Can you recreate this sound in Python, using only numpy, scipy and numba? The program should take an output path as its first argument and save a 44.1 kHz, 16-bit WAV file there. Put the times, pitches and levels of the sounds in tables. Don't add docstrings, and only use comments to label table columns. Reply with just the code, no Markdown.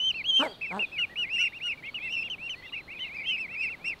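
import sys
import numpy as np
from scipy import signal
from scipy.fft import rfft, irfft
from scipy.io import wavfile
from scipy.ndimage import map_coordinates
from numba import njit

SR = 44100
rng = np.random.default_rng(int(sys.argv[2]) if len(sys.argv) > 2 else 0)


def unload_wav(signal):
    wavfile.write(
        sys.argv[1],
        SR,
        np.round(np.clip(np.atleast_2d(signal).T, -1, 1) * 32767).astype(np.int16),
    )


N = 176400

# start t/s, rise t/s, fall t/s, first f/Hz, crest f/Hz, last f/Hz, rise exponent,
# fall exponent, crest level before the swell/dB, swell/dB, second harmonic/dB, voice crack/(0-1)
PEEPS = [(0.141, 0.014, 0.069, 2410.0, 2730.0, 2010.0, 1.9, 1.9, -32.0, 10.0, -30.0, 0),
         (0.364, 0.033, 0.079, 2480.0, 2790.0, 1930.0, 3.3, 1.0, -34.0, 9.0, -22.0, 0),
         (0.61, 0.008, 0.051, 2100.0, 2650.0, 2050.0, 1.5, 1.5, -30.0, 7.0, -36.0, 0),
         (0.632, 0.027, 0.071, 2260.0, 2720.0, 1980.0, 1.8, 2.1, -36.0, 14.0, -26.0, 0),
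         (0.791, 0.011, 0.052, 2340.0, 2840.0, 2380.0, 2.3, 1.3, -27.0, 5.0, -36.0, 0),
         (0.916, 0.019, 0.063, 2380.0, 2630.0, 1990.0, 2.0, 1.4, -35.0, 19.0, -27.0, 0),
         (0.977, 0.008, 0.069, 2420.0, 2920.0, 2220.0, 1.0, 2.7, -27.0, 10.0, -35.0, 0.8),
         (1.094, 0.027, 0.023, 1820.0, 1960.0, 1840.0, 1.6, 2.1, -48.0, 1.0, -33.0, 0),
         (1.156, 0.035, 0.067, 2200.0, 2940.0, 2190.0, 2.2, 2.5, -28.0, 7.0, -32.0, 0.5),
         (1.241, 0.035, 0.024, 1880.0, 2150.0, 1920.0, 1.2, 1.7, -40.0, 2.0, -36.0, 0),
         (1.358, 0.044, 0.081, 2250.0, 2940.0, 2010.0, 1.7, 2.4, -30.0, 7.0, -22.0, 1),
         (1.381, 0.047, 0.026, 1930.0, 2530.0, 1910.0, 1.0, 1.1, -35.0, -1.0, -36.0, 0),
         (1.521, 0.053, 0.028, 1880.0, 2810.0, 1920.0, 1.6, 1.5, -41.0, -7.0, -29.0, 0),
         (1.6, 0.047, 0.092, 1930.0, 2890.0, 2070.0, 2.0, 2.4, -30.0, 11.0, -26.0, 1),
         (1.669, 0.054, 0.029, 1850.0, 2830.0, 1920.0, 1.7, 1.1, -40.0, -0.0, -36.0, 0),
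         (1.773, 0.01, 0.028, 2330.0, 2350.0, 2120.0, 1.6, 1.9, -50.0, 0.0, -36.0, 0),
         (1.824, 0.042, 0.032, 1860.0, 2820.0, 1850.0, 1.2, 1.7, -40.0, -6.0, -36.0, 0),
         (1.836, 0.053, 0.015, 2020.0, 2250.0, 2090.0, 1.0, 2.2, -41.0, 6.0, -36.0, 0),
         (1.943, 0.007, 0.051, 2790.0, 2960.0, 2160.0, 1.1, 1.4, -33.0, 0.0, -36.0, 0),
         (1.984, 0.084, 0.033, 2120.0, 2720.0, 2130.0, 1.9, 2.2, -35.0, 2.0, -36.0, 0),
         (2.021, 0.02, 0.044, 2130.0, 2170.0, 2000.0, 1.7, 1.8, -42.0, 11.0, -30.0, 0),
         (2.121, 0.006, 0.054, 2870.0, 3020.0, 2170.0, 1.5, 2.2, -34.0, 3.0, -25.0, 0),
         (2.178, 0.079, 0.034, 2350.0, 2800.0, 1910.0, 1.7, 2.3, -36.0, 0.0, -32.0, 0),
         (2.298, 0.006, 0.05, 2750.0, 3120.0, 2400.0, 1.0, 1.8, -31.0, 4.0, -23.0, 0),
         (2.38, 0.093, 0.031, 2180.0, 2780.0, 1880.0, 2.3, 1.4, -38.0, 5.0, -33.0, 0),
         (2.492, 0.005, 0.055, 2610.0, 3080.0, 2310.0, 1.0, 2.0, -32.0, 4.0, -23.0, 0),
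         (2.543, 0.053, 0.017, 1780.0, 2030.0, 1910.0, 1.6, 2.1, -53.0, 7.0, -22.0, 0),
         (2.614, 0.061, 0.029, 2130.0, 2800.0, 1940.0, 1.7, 2.9, -50.0, 8.0, -23.0, 0),
         (2.623, 0.023, 0.025, 1900.0, 2110.0, 1920.0, 1.7, 1.6, -45.0, 2.0, -27.0, 0),
         (2.723, 0.013, 0.051, 2800.0, 2870.0, 2160.0, 1.8, 1.3, -36.0, 3.0, -36.0, 0),
         (2.732, 0.054, 0.031, 1940.0, 2720.0, 1900.0, 1.2, 1.0, -38.0, -0.0, -36.0, 0),
         (2.877, 0.05, 0.034, 1940.0, 2820.0, 1860.0, 1.1, 1.3, -41.0, -7.0, -35.0, 0),
         (2.901, 0.07, 0.027, 2000.0, 2520.0, 1860.0, 1.3, 1.8, -42.0, 3.0, -34.0, 0),
         (2.99, 0.022, 0.049, 2620.0, 3080.0, 2530.0, 2.3, 2.2, -33.0, 5.0, -32.0, 0),
         (3.003, 0.049, 0.025, 1980.0, 2200.0, 2010.0, 1.2, 1.8, -43.0, 4.0, -31.0, 0),
         (3.032, 0.042, 0.032, 2070.0, 2750.0, 1940.0, 1.4, 1.0, -42.0, 3.0, -33.0, 0),
         (3.088, 0.065, 0.033, 2010.0, 2580.0, 1970.0, 1.2, 2.8, -41.0, 2.0, -30.0, 0),
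         (3.141, 0.05, 0.041, 2060.0, 2370.0, 2050.0, 1.5, 1.6, -39.0, 5.0, -32.0, 0),
         (3.164, 0.041, 0.032, 2330.0, 2540.0, 2010.0, 1.0, 1.7, -40.0, -8.0, -35.0, 0),
         (3.194, 0.052, 0.018, 2020.0, 2260.0, 1870.0, 1.1, 1.6, -44.0, 5.0, -32.0, 0),
         (3.289, 0.065, 0.04, 2010.0, 2520.0, 1950.0, 1.0, 1.9, -41.0, 3.0, -29.0, 0),
         (3.366, 0.037, 0.064, 2250.0, 2680.0, 2030.0, 2.0, 1.8, -32.0, 5.0, -23.0, 0),
         (3.477, 0.065, 0.037, 1980.0, 2710.0, 1810.0, 2.1, 1.6, -39.0, -1.0, -34.0, 0),
         (3.503, 0.071, 0.028, 1890.0, 2510.0, 1900.0, 1.2, 1.1, -47.0, -1.0, -27.0, 0),
         (3.542, 0.057, 0.061, 2090.0, 2600.0, 2000.0, 1.2, 1.6, -34.0, 7.0, -26.0, 0),
         (3.607, 0.028, 0.063, 2450.0, 2750.0, 2070.0, 2.1, 1.8, -30.0, 4.0, -22.0, 0),
         (3.66, 0.059, 0.037, 2060.0, 2740.0, 1890.0, 2.2, 1.0, -36.0, 5.0, -33.0, 0),
         (3.79, 0.049, 0.009, 2040.0, 2510.0, 2380.0, 1.3, 2.0, -54.0, 1.0, -29.0, 0),
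         (3.842, 0.037, 0.065, 2410.0, 2760.0, 1950.0, 3.2, 1.5, -31.0, 5.0, -18.0, 0),
         (3.846, 0.063, 0.029, 1970.0, 2740.0, 2150.0, 1.8, 1.4, -35.0, -2.0, -36.0, 0)]
# (t/s, f/Hz, level/dB)
HELD_WHISTLES = [(-26, -3, [(-0.002, 2976, -27), (0.037, 3050, -27), (0.086, 3154, -23), (0.099, 3029, -26),
                 (0.111, 2779, -28), (0.123, 2069, -51)]), (-28, 1, [(0.24, 2521, -36), (0.252, 2881, -31),
                 (0.281, 3331, -29), (0.303, 3221, -20), (0.323, 3062, -26), (0.37, 3163, -20),
                 (0.401, 3100, -24), (0.426, 2781, -29)]), (-24, -3, [(1.282, 2074, -42), (1.31, 2579, -35),
                 (1.347, 2862, -29), (1.389, 2638, -28), (1.44, 2796, -25), (1.47, 2738, -27),
                 (1.482, 2552, -33), (1.491, 1941, -49)]), (-19, -5, [(2.08, 2384, -45), (2.1, 2654, -38),
                 (2.121, 2821, -34), (2.157, 2692, -29), (2.228, 2644, -30), (2.244, 2010, -50)]),
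                 (-34, 1, [(3.233, 2535, -45), (3.258, 2979, -40), (3.275, 3228, -32), (3.316, 3012, -27),
                 (3.349, 2824, -34), (3.393, 2164, -48)]), (-27, -2, [(3.24, 2350, -52), (3.285, 2764, -32),
                 (3.306, 2730, -31), (3.32, 2590, -34), (3.349, 2536, -31), (3.374, 2431, -44),
                 (3.399, 2109, -41)])]
UPPER_HARMONICS_DB = [-34, -41, -50]
HALF_TONES_DB = [-18, -32, -39, -49, -48, -54]
# (t/s, f/Hz, level/dB, throat resonance f/Hz, chest tone/dB, roughness/(0-1))
GRUNTS = [ (-16, [(.393, 250, -36, 750, 4, .4), (.404, 262, -28, 1250, 1, .3),
          (.422, 286, -29, 1300, 0, .4), (.436, 320, -28, 600, -15, .7), (.458, 318, -31, 640, -6, .4),
          (.475, 255, -36, 680, -6, .5), (.488, 220, -42, 430, -8, .2), (.543, 165, -50, 520, -10, .6)]),
          (-19, [(.705, 145, -45, 620, -8, .7), (.73, 178, -36, 880, -5, .45),
          (.752, 190, -33, 930, -5, .35), (.772, 210, -34, 850, -4, .4), (.792, 216, -38, 620, -2, .35),
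          (.815, 185, -46, 600, -5, .7), (.845, 135, -53, 420, -4, .9)])]
# f/Hz, level/dB
RASP_SPECTRUM = [(200, -8), (700, -4), (1500, -5), (2400, 0), (4000, -2), (5800, -18), (8300, -9),
                 (10500, -26), (12500, -22), (16000, -35)]
# t/s, f/Hz, time to decay by 60 dB/s, level/dB
DRIPS = [(1.333, 6500, .006, -46), (1.545, 3500, .008, -45), (1.863, 5500, .004, -44),
         (1.886, 3500, .008, -42), (1.937, 1200, .03, -43), (1.95, 3100, .03, -33),
         (2.113, 8000, .004, -44), (2.718, 1150, .04, -42), (3.147, 6500, .004, -48),
         (3.272, 3500, .012, -36), (3.528, 1340, .04, -47), (3.7, 1380, .05, -46), (3.99, 5000, .006, -44)]
# (t/s, f/Hz, level/dB)
SONG_NOTES = [
    [(.122, 5100, -58), (.131, 4050, -52), (.16, 4400, -54), (.19, 4350, -56), (.222, 3600, -60)],
    [(.241, 4600, -53), (.268, 3850, -56)],
    [(.455, 3260, -60), (.48, 3265, -51), (.53, 3265, -50), (.55, 3260, -63)],
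    [(.472, 4750, -60), (.484, 4500, -52), (.505, 4720, -55), (.522, 4700, -55), (.533, 3900, -56),
     (.546, 3640, -53), (.565, 3420, -66)],
    [(.845, 4750, -62), (.851, 4000, -57), (.862, 3580, -52), (.885, 3380, -58), (.925, 3250, -68)],
    [(1.895, 4300, -62), (1.945, 4500, -64)],
    [(1.48, 3700, -61), (1.57, 3620, -63)],
    [(2.555, 4280, -60), (2.62, 4400, -61)],
    [(2.76, 3950, -64), (2.86, 4200, -62)],
    [(3.16, 4750, -59), (3.185, 4900, -56), (3.2, 4450, -60)],
]
# (t/s, f/Hz, level/dB)
HUSKY_CALLS = [
    [(1.83, 2980, -60), (1.87, 3230, -54), (1.89, 3400, -60)],
    [(1.99, 3050, -59), (2.03, 3500, -53), (2.07, 3750, -59)],
    [(2.22, 2980, -57), (2.26, 3330, -53), (2.29, 3550, -60)],
    [(2.62, 3020, -59), (2.66, 3450, -55), (2.72, 3950, -59)],
    [(2.97, 3350, -58), (3.03, 3700, -55), (3.08, 4130, -60)],
]
# f/Hz, level/dB
WASH_SPECTRUM = [(20, -4), (55, 0), (170, 0), (300, -3), (600, -6), (1200, -10), (1900, -15)]
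# f/Hz, level/dB
HISS_SPECTRUM = [(1000, -20), (1800, -5), (3000, -1), (4200, -1), (5000, -11), (7000, -18), (10000, -19),
                 (15500, -20)]

EFFORT_DB_PER_HZ = .012
DULLING_DB_PER_HZ, STRAIN_DB = .014, 2
SCOOP, SCOOP_S, DROP, DROP_S = .1, .0015, .06, .003
JITTER, SHIMMER_DB, FLUTTER_PER_S = .005, 1.0, 260
WOBBLE_DB, WOBBLE_PER_S = 1.1, 55
CRACK_DELAY_S, CRACK_WIDTH_S = .019, .021
BREATH_DB, BREATH_PER_S = -31, 1800
BEAK_HZ, BEAK_WIDTH_HZ, BEAK_DB = 8200, 600, 6
HOARSE_DB, GRUNT_JITTER, GRUNT_SHIMMER_DB = -1, .09, 4.5
THROAT_WIDTH_HZ, MOUTH_HZ, MOUTH_WIDTH_HZ, MOUTH_DB, GRUNT_TOP_HZ = 620, 1400, 400, -2, 1650


def cygnet(hz, db, second_db, crack=0, lift_db=0):
    n = len(hz)
    t = np.arange(n) / SR
    glide = 1 - SCOOP * np.exp(-t / SCOOP_S) - DROP * np.exp(-t[::-1] / DROP_S)
    pitch = hz * glide * (1 + JITTER * wander(n, FLUTTER_PER_S))
    phase = 2 * np.pi * np.cumsum(pitch) / SR
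    doubling = crack * np.exp(-((t - t[np.argmax(hz)] - CRACK_DELAY_S) / CRACK_WIDTH_S) ** 2)
    bright_db = DULLING_DB_PER_HZ * (hz - hz.max()) + STRAIN_DB * doubling
    tone = np.sin(phase) + undb(BREATH_DB) * wander(n, BREATH_PER_S) * np.cos(phase)
    upper_db = [base_db + lift_db + .42 * second_db for base_db in UPPER_HARMONICS_DB]
    for k, overtone_db in enumerate([second_db] + upper_db, 2):
        flicker_db = 2.2 * wander(n, FLUTTER_PER_S / 2) + 2 * wander(n, per_s=45)
        blur_rad = .09 * k * wander(n, 2 * FLUTTER_PER_S)
        tone += undb(bright_db + overtone_db + flicker_db) * np.sin(k * phase + blur_rad)
    for k, half_db in enumerate(HALF_TONES_DB):
        tone += doubling * undb(half_db) * np.sin((k + .5) * phase + .5 * wander(n, FLUTTER_PER_S))
    effort_db = db + EFFORT_DB_PER_HZ * (pitch - hz)
    unsteady_db = SHIMMER_DB * wander(n, FLUTTER_PER_S) + WOBBLE_DB * wander(n, WOBBLE_PER_S)
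    return np.sqrt(2) * tone * gate(n) * undb(effort_db + unsteady_db)


def brood(release_lag_s=.003):
    out = np.zeros(N)
    for (start, rise, fall, first_hz, crest_hz, last_hz, rise_bend, fall_bend,
         db, swell_db, second_db, crack) in PEEPS:
        t = np.arange(0, rise + fall + release_lag_s, 1 / SR)
        to_climb_hz = (crest_hz - first_hz) * np.clip(1 - t / rise, 0, 1) ** rise_bend
        fallen_hz = (crest_hz - last_hz) * np.clip((t - rise) / fall, 0, 1) ** fall_bend
        hz = crest_hz - to_climb_hz - fallen_hz
        effort_db = db + EFFORT_DB_PER_HZ * (hz - crest_hz) + swell_db * (t / (rise + fall) - .5)
        add(out, start, cygnet(hz, effort_db, second_db, crack))
    for second_db, lift_db, curve in HELD_WHISTLES:
        start, hz, db = follow(curve)
        add(out, start, cygnet(hz, db, second_db, lift_db=lift_db))
    return out + undb(BEAK_DB) * resonate(out, np.full(N, BEAK_HZ), BEAK_WIDTH_HZ)


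def swan():
    out = np.zeros(N)
    lowpass = signal.butter(8, GRUNT_TOP_HZ, fs=SR, output="sos")
    for rasp_db, curve in GRUNTS:
        start, hz, db, throat_hz, chest_db, rough = follow(curve)
        n = len(hz)
        cycles = np.cumsum(hz * (1 + GRUNT_JITTER * rough * wander(n, per_s=400))) / SR
        cycle_starts = np.diff(np.floor(cycles), prepend=-1)
        pulses = unit(cycle_starts * undb(GRUNT_SHIMMER_DB * rough * wander(n, per_s=400)))
        puff = np.exp(-(cycles % 1) / .6)
        source = pulses + undb(HOARSE_DB) * rough * unit(puff * rng.standard_normal(n))
        throat = unit(resonate(resonate(source, throat_hz, THROAT_WIDTH_HZ), throat_hz, THROAT_WIDTH_HZ))
        mouth = unit(resonate(source, np.full(n, MOUTH_HZ), MOUTH_WIDTH_HZ))
        voice = unit(signal.sosfilt(lowpass, throat + undb(MOUTH_DB) * rough * mouth))
        chest = np.sqrt(2) * (np.sin(2 * np.pi * cycles) + undb(-9) * np.cos(4 * np.pi * cycles))
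        voiced = (voice + undb(chest_db) * chest) / np.hypot(1, undb(chest_db))
        breath = noise(RASP_SPECTRUM)[:n] * np.sqrt(puff) * rough ** .15
        grain_db = 2 * wander(n, per_s=300)
        rasp = unit(breath * undb(grain_db))
        add(out, start, (voiced + undb(rasp_db) * rasp) * undb(db) * gate(n))
    return out


def drips(splash_db=-13, splash_s=.002):
    out, t = np.zeros(N), np.arange(SR // 10) / SR
    for start, hz, t60, db in DRIPS:
        onset = 1 - np.exp(-t * hz / 2)
        ring = np.sin(2 * np.pi * hz * t) * np.exp(-np.log(1000) * t / t60) * onset
        burst = rng.standard_normal(len(t)) * np.exp(-t / splash_s)
        splash = resonate(burst, np.full(len(t), hz), hz / 2)
        add(out, start, undb(db) * (ring + undb(splash_db) * splash))
    return out


def songbirds(song_waver=.011, husky_waver=.042):
    out = np.zeros(N)
    for notes, waver in (SONG_NOTES, song_waver), (HUSKY_CALLS, husky_waver):
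        for curve in notes:
            start, hz, db = follow(curve)
            pitch = hz * (1 + waver * wander(len(hz), per_s=600))
            phase = 2 * np.pi * np.cumsum(pitch) / SR
            add(out, start, np.sqrt(2) * np.sin(phase) * undb(db) * gate(len(hz)))
    return out


def bank_echoes(x, t60_s, delay_s=.008):
    t = np.arange(SR) / SR
    tail = rng.standard_normal(SR) * np.exp(-np.log(1000) * t / t60_s) * (t > delay_s)
    return signal.fftconvolve(x, tail / np.linalg.norm(tail))[:N]


def open_air(wash_db=-54.5, hiss_db=-61, swell_db=.8):
    wash = undb(wash_db + swell_db * wander(N, per_s=6)) * noise(WASH_SPECTRUM)
    hiss = undb(hiss_db + swell_db * wander(N, per_s=8)) * noise(HISS_SPECTRUM)
    return wash + hiss


@njit
def resonate(x, hz, width_hz):
    y, band_state, low_state = np.empty(len(x)), 0., 0.
    for i in range(len(x)):
        tuning, damping = np.tan(np.pi * hz[i] / SR), width_hz / hz[i]
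        band = (band_state + tuning * (x[i] - low_state)) / (1 + tuning * (tuning + damping))
        band_state = 2 * band - band_state
        low_state += 2 * tuning * band
        y[i] = damping * band
    return y


def noise(spectrum):
    hz, db = np.array(spectrum, float).T
    f = np.maximum(np.arange(N // 2 + 1) * SR / N, 1)
    gain = undb(np.interp(np.log(f), np.log(hz), db)) / np.sqrt(1 + (f / hz[-1]) ** 20)
    return unit(irfft(rfft(rng.standard_normal(N)) * gain, N))


def wander(count, per_s):
    points = rng.standard_normal(4096)
    return 1.1 * map_coordinates(points, [np.arange(count) * per_s / SR], order=2, mode="wrap")


def gate(count, attack_s=.002, release_s=.011):
    t = np.arange(count) / SR
    return np.sin(np.pi / 2 * np.clip(np.minimum(t / attack_s, t[::-1] / release_s), 0, 1)) ** 2


def follow(curve):
    times, *columns = np.array(curve, float).T
    t = np.arange(times[0], times[-1], 1 / SR)
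    return times[0], *(np.interp(t, times, column) for column in columns)


def add(out, start, sound):
    i = max(int(start * SR), 0)
    out[i:i + len(sound)] += sound[:max(N - i, 0)]


def undb(db):
    return 10 ** (np.asarray(db) / 20)


def unit(x):
    return x / np.sqrt(np.mean(x ** 2) + 1e-20)


def scene():
    near = brood() + swan() + drips()
    far = songbirds()
    echoes = undb(-26) * bank_echoes(near, t60_s=.4) + undb(-4) * bank_echoes(far, t60_s=.5)
    return (near + far + echoes + open_air())[None]


def record(dry, top_hz=15700):
    return signal.sosfilt(signal.ellip(10, .1, 70, top_hz, fs=SR, output="sos"), dry)


dry = scene()
out = record(dry)
unload_wav(out)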